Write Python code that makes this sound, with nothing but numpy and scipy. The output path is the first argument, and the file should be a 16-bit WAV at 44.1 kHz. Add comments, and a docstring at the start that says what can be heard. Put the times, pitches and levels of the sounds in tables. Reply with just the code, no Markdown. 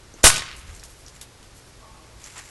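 """A crack and a flat, wet slap: an egg thrown onto a concrete curb, close to the microphone in a quiet yard.
The shell gives way, the body lands with a push of air, and the spray overloads the input. Drops and
shell bits patter into gravel and dry leaves while the walls answer. Later come light ticks, a faint
far drone and soft scuffs, over hiss and a low rumble of air."""
import sys
import numpy as np
from scipy import signal
from scipy.fft import rfft, irfft, next_fast_len
from scipy.io import wavfile
from scipy.ndimage import map_coordinates

SR = 44100
rng = np.random.default_rng(int(sys.argv[2]) if len(sys.argv) > 2 else 0)


def master(y):
    """Save y as 16-bit WAV."""
    cut = np.clip(np.atleast_2d(y).T, -1, 1)
    pcm = np.round(cut * 32767)  # scale
    wavfile.write(sys.argv[1], SR, pcm.astype(np.int16))


N = 110250
T = np.arange(N) / SR
HIT_S = .2398  # the egg's body meets the curb

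# At the curb, close up. Modes of the slap: f/Hz, level/dB, t60/s
SLAP_MODES = [(376, -5.5, 0.075), (548, 1, 0.03), (643, -8, 0.11), (1486, -9.5, 0.15)]
# spectra of the cracking shell, the wet smack and the spray: f/Hz, level/dB
SHELL_SPECTRUM = [(200, -13), (1500, -9), (4500, -7), (7200, 7), (9000, -9), (12000, -12)]
SMACK_SPECTRUM = [(60, -9), (120, 1), (190, -20.5), (380, 2.5), (850, -8), (1500, -0.5), (3200, -3),
                  (5500, -1), (8000, -7), (12000, -1.5)]
SPRAY_SPECTRUM = [(100, -35), (500, -4), (900, -1), (1500, -2.5), (1950, -9.5), (2450, 1.5), (3400, -2),
                  (5300, 2), (6800, 3.5), (9300, 4), (12000, -6)]
# large drops and shell bits landing near the curb: t/s, level/dB, f/Hz
LARGE_DROPS = [(0.2458, 2, 3280), (0.2481, -1, 2870), (0.2594, -3.5, 1560), (0.2684, 2.5, 1570),
               (0.2722, -2, 1440), (0.2923, -24, 1600), (0.3017, -6.5, 1890), (0.3029, -10, 4170),
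               (0.3412, -14, 4060), (0.3598, -15, 2940), (0.3644, -16, 6000), (0.3699, -14, 2680),
               (0.3798, -12.5, 7600), (0.3937, -17.5, 3750), (0.4213, -21, 1750), (0.4798, -32, 2900)]
# spectra of fine drops on the gravel, near and farther out: f/Hz, level/dB
NEAR_PATTER_SPECTRUM = [(200, -5), (1200, -5), (4000, -1), (8000, -5), (12000, -32)]
FAR_PATTER_SPECTRUM = [(500, -11), (2000, 4.5), (4500, -1), (12000, -24)]
# decay between the yard walls: f/Hz, t60/s
WALL_DECAY = [(100, 0.65), (500, 0.5), (2200, 0.79), (7000, 0.48), (12000, 0.18)]
# colour of the walls' answer: f/Hz, level/dB
WALL_COLOUR = [(125, 2), (550, -16), (1100, -2.5), (1700, -6), (4000, -6.5), (8000, -10.5), (12000, 8.5)]
# light ticks in gravel and leaves: t/s, level/dB, f/Hz, Q
GRAVEL_TICKS = [(0.139, -44.5, 6200, 4), (0.1412, -43.5, 342, 2.7), (0.5638, -40.5, 8150, 0.85),
                (0.7484, -40.5, 7350, 1.9), (0.796, -43, 5180, 1.8), (.829, -44, 1670, 0.74),
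                (0.836, -33, 7140, 0.92), (1.063, -41, 5900, 3.1), (1.081, -40.5, 5500, 1.1),
                (1.2121, -33, 3480, 0.083), (1.214, -33.5, 7860, 0.47), (1.428, -44.5, 2500, 0.21),
                (2.2402, -36.5, 6030, 3), (2.3703, -39, 1160, 0.55), (2.379, -35.5, 6850, 2.1),
                (2.3898, -38.5, 1810, 2.6)]
# soft scuffs on the ground: t/s, level/dB, half length/s, tilt/(dB per octave)
GROUND_SCUFFS = [(0.195, -50, 0.019, 0), (0.728, -51, 0.064, 2.5), (1.16, -50, 0.015, 5),
                 (2.267, -45, 0.045, 4), (2.384, -43, 0.029, 2), (2.433, -49, 0.12, 5)]
# spectra of a scuff and of dry leaves: f/Hz, level/dB
SCUFF_SPECTRUM = [(150, -3), (800, 9), (2200, 8), (3500, 0), (6600, -1), (7450, 3.5), (8200, -6),
                  (12000, -10.5)]
LEAF_SPECTRUM = [(200, -30), (3000, -13), (6000, -5), (12000, -4.5)]
# how strongly the leaves stir: t/s, level/dB
LEAF_STIR = [(0, -19), (.7, 3), (1.16, -1), (1.33, -20), (1.58, -1), (1.82, -14)]
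# fuzzy tones of the far drone: f/Hz, width/Hz, level/dB
DRONE_TONES = [(629, 25, -60), (866, 73, -57.5), (1160, 54, -57)]
# spectra of the open air: f/Hz, level/dB
HISS_SPECTRUM = [(88, -41), (150, -4), (380, -2), (750, -7), (1450, -8.5), (3000, -12.5), (5500, -12.5),
                 (8000, -16), (11500, -19)]
RUMBLE_SPECTRUM = [(15, -7), (30, 0), (65, 2), (100, -5), (160, -11.5), (400, -43.5)]
# soft bumps at the microphone: t/s, level/dB
MIC_BUMPS = [(0.696, -30.5), (2.168, -41)]


def amp(db):
    """Decibels to gain."""
    return 10 ** (np.asarray(db) / 20)


def unit(x):
    """Scale to rms 1."""
    return x / np.sqrt(np.mean(x ** 2) + 1e-20)


def along(points, hz):
    """Read (f/Hz, value) points on a log axis."""
    f, values = np.transpose(points)
    return np.interp(np.log(hz + 1), np.log(f + 1), values)


def filtered(x, response):
    """Shape x by a frequency response."""
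    size = next_fast_len(N + SR // 2)
    return irfft(rfft(x, size) * response(np.fft.rfftfreq(size, 1 / SR)), size)[:N]


def coloured(x, spectrum):
    """Shape x by (f/Hz, level/dB) points."""
    return filtered(x, lambda f: amp(along(spectrum, f)))


def low_pass(x, edge_hz):
    """A steep low-pass with a slightly rounded edge."""
    return filtered(x, lambda f: .5 - .5 * np.tanh((f - edge_hz) / 90))


def noise(spectrum):
    """Smooth coloured noise, rms 1."""
    return unit(coloured(rng.standard_normal(N), spectrum))


def band_noise(hz, q):
    """Noise passed twice through one resonance, rms 1."""
    def resonance(f):
        damping = 1j * f * hz / q
        return damping / (hz ** 2 - f * f + damping)
    return unit(filtered(rng.standard_normal(N), lambda f: resonance(f) ** 2))


def grains(spectrum, per_s):
    """Tiny impacts of random size at random moments, rms 1."""
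    impacts = (rng.random(N) < per_s / SR) * rng.standard_normal(N)
    return unit(coloured(impacts, spectrum))


def envelope(start, rise, hold, t60):
    """Linear rise; from hold seconds after the start, an even fall in dB."""
    t = T - start
    return np.clip(t / rise, 0, 1) * amp(-60 * np.maximum(t - hold, 0) / t60)


def swell(centre, width):
    """A bell-shaped rise and fall."""
    return np.exp(-.5 * ((T - centre) / width) ** 2)


def sine(hz, start=0):
    """A sine rising through zero at start."""
    return np.sin(2 * np.pi * hz * (T - start))


def wobble(per_s):
    """A smooth random curve with per_s knots a second."""
    return map_coordinates(rng.standard_normal(4096), [T * per_s], mode="mirror")


def clumps():
    """A fast flutter of gain: fine drops and grit come in clumps."""
    return amp(3.5 * np.tanh(wobble(per_s=240.7)))


def splat():
    """Close to the microphone the shell cracks, the body slaps down and its contents squirt out."""
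    crack = envelope(HIT_S - .0081, rise=.0013, hold=.0084, t60=.015) * grains(SHELL_SPECTRUM, per_s=9300)
    slap = sum(-amp(db) * envelope(HIT_S, rise=.00016, hold=0, t60=t60) * sine(hz, HIT_S)
               for hz, db, t60 in SLAP_MODES)
    smack = envelope(HIT_S, rise=.00047, hold=.007, t60=.077) * noise(SMACK_SPECTRUM)
    spray = envelope(HIT_S, rise=.015, hold=.035, t60=.1) * grains(SPRAY_SPECTRUM, per_s=6000)
    return amp(-21) * crack + slap + amp(4) * smack + amp(-2.5) * spray


def air_push():
    """Air squeezed from under the egg: one pressure pulse, then the microphone input's slow undershoot."""
    arrival_s, undershoot_s = HIT_S + .0072, .025
    age = np.maximum(T - arrival_s, 0) / undershoot_s
    return amp(2.5) * swell(arrival_s, width=.0026) - amp(-19) * age * np.exp(1 - age)


def spatter():
    """Fine drops rain on the gravel, the farthest landing last; each large one snaps and fizzes."""
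    near = amp(-29) * envelope(HIT_S + .053, rise=.023, hold=.098, t60=.14)
    near *= grains(NEAR_PATTER_SPECTRUM, per_s=2200)
    far = amp(-42.5) * envelope(HIT_S + .16, rise=.086, hold=.086, t60=.75)
    far *= grains(FAR_PATTER_SPECTRUM, per_s=900)
    out = (near + far) * clumps()
    for start, db, hz in LARGE_DROPS:
        snap = envelope(start, rise=.00014, hold=0, t60=9 / hz) * sine(hz, start)
        fizz = envelope(start, rise=.000067, hold=.0011, t60=.01) * band_noise(hz, q=.56)
        out += amp(db) * (snap + amp(-8.5) * fizz)
    return out


def yard_walls(source):
    """The walls around the yard answer; the middle of the spectrum lingers longest."""
    build_up_s = .028
    hz, t, bins = signal.stft(rng.standard_normal(SR), SR, nperseg=256)
    decay = amp(-60 * t / along(WALL_DECAY, hz)[:, None])
    _, tail = signal.istft(bins * decay, SR, nperseg=256)
    tail *= np.clip(np.arange(len(tail)) / SR / build_up_s, 0, 1)
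    reflections = signal.fftconvolve(source, tail / np.linalg.norm(tail))[:N]
    return amp(-15.5) * coloured(reflections, WALL_COLOUR)


def ticks():
    """Small bits touch stones and leaves, each with a tick and a brief rustle; one rings a pebble."""
    pebble = envelope(1.2135, rise=.00032, hold=.001, t60=.1) * band_noise(3650, q=17)
    out = amp(-42.5) * pebble
    for start, db, hz, q in GRAVEL_TICKS:
        tick = envelope(start, rise=.00073, hold=.0016, t60=.016)
        rustle = amp(-10.5) * envelope(start, rise=.013, hold=.016, t60=.096)
        out += amp(db) * (tick + rustle) * band_noise(hz, q)
    return out


def scuffs():
    """Soft gritty rubbing at ground level: dry leaves, and perhaps a shoe shifting on the grass."""
    rubs = np.zeros(N)
    for centre, db, width, tilt in GROUND_SCUFFS:
        spectrum = [(hz, level + tilt * np.log2(hz)) for hz, level in SCUFF_SPECTRUM]
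        rubs += amp(db) * swell(centre, width) * grains(spectrum, per_s=9000)
    return rubs * clumps()


def leaves():
    """Dry leaves stir faintly in the air moving through the yard."""
    stir_db = np.interp(T, *np.transpose(LEAF_STIR))
    flutter_db = 7.5 * wobble(per_s=22.03)
    return amp(-60.5 + stir_db + flutter_db) * grains(LEAF_SPECTRUM, per_s=6100)


def drone():
    """Far off, a thin wavering note among a few fuzzy tones swells and fades."""
    tones = sum(amp(db) * band_noise(hz, q=hz / width / 2) for hz, width, db in DRONE_TONES)
    note_hz = 1090 + 3.5 * wobble(per_s=17)
    note = amp(-54.5) * np.sin(2 * np.pi * np.cumsum(note_hz) / SR)
    return envelope(1.79, rise=.044, hold=.057, t60=1.84) * (tones + note)


def background():
    """The quiet yard: hiss, rumbling air with one gust, a faint hum and low bumps at the microphone."""
    gust_db = 7.5 * swell(.68, width=.097)
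    rumble = amp(-51.5 + gust_db) * noise(RUMBLE_SPECTRUM)
    hiss = amp(-51) * noise(HISS_SPECTRUM)
    hum = amp(-57.5) * sine(hz=122)
    bumps = sum(-amp(db) * swell(t, width=.0099) * sine(hz=55, start=t) for t, db in MIC_BUMPS)
    return hiss + rumble + hum + bumps


def scene():
    """Everything that reaches the one microphone by the curb."""
    egg = splat() + spatter()
    return (egg + air_push() + yard_walls(egg) + ticks() + scuffs() + leaves() + background() + drone())[None]


def record(dry):
    """The microphone input overloads and is band-limited; the output stage clips the remaining peaks."""
    input_limit, output_limit = .75, .77
    mic = low_pass(np.clip(dry[0], -input_limit, input_limit), edge_hz=11750)
    return low_pass(np.clip(mic, -output_limit, output_limit), edge_hz=15850)[None]


dry = scene()
out = record(dry)
master(out)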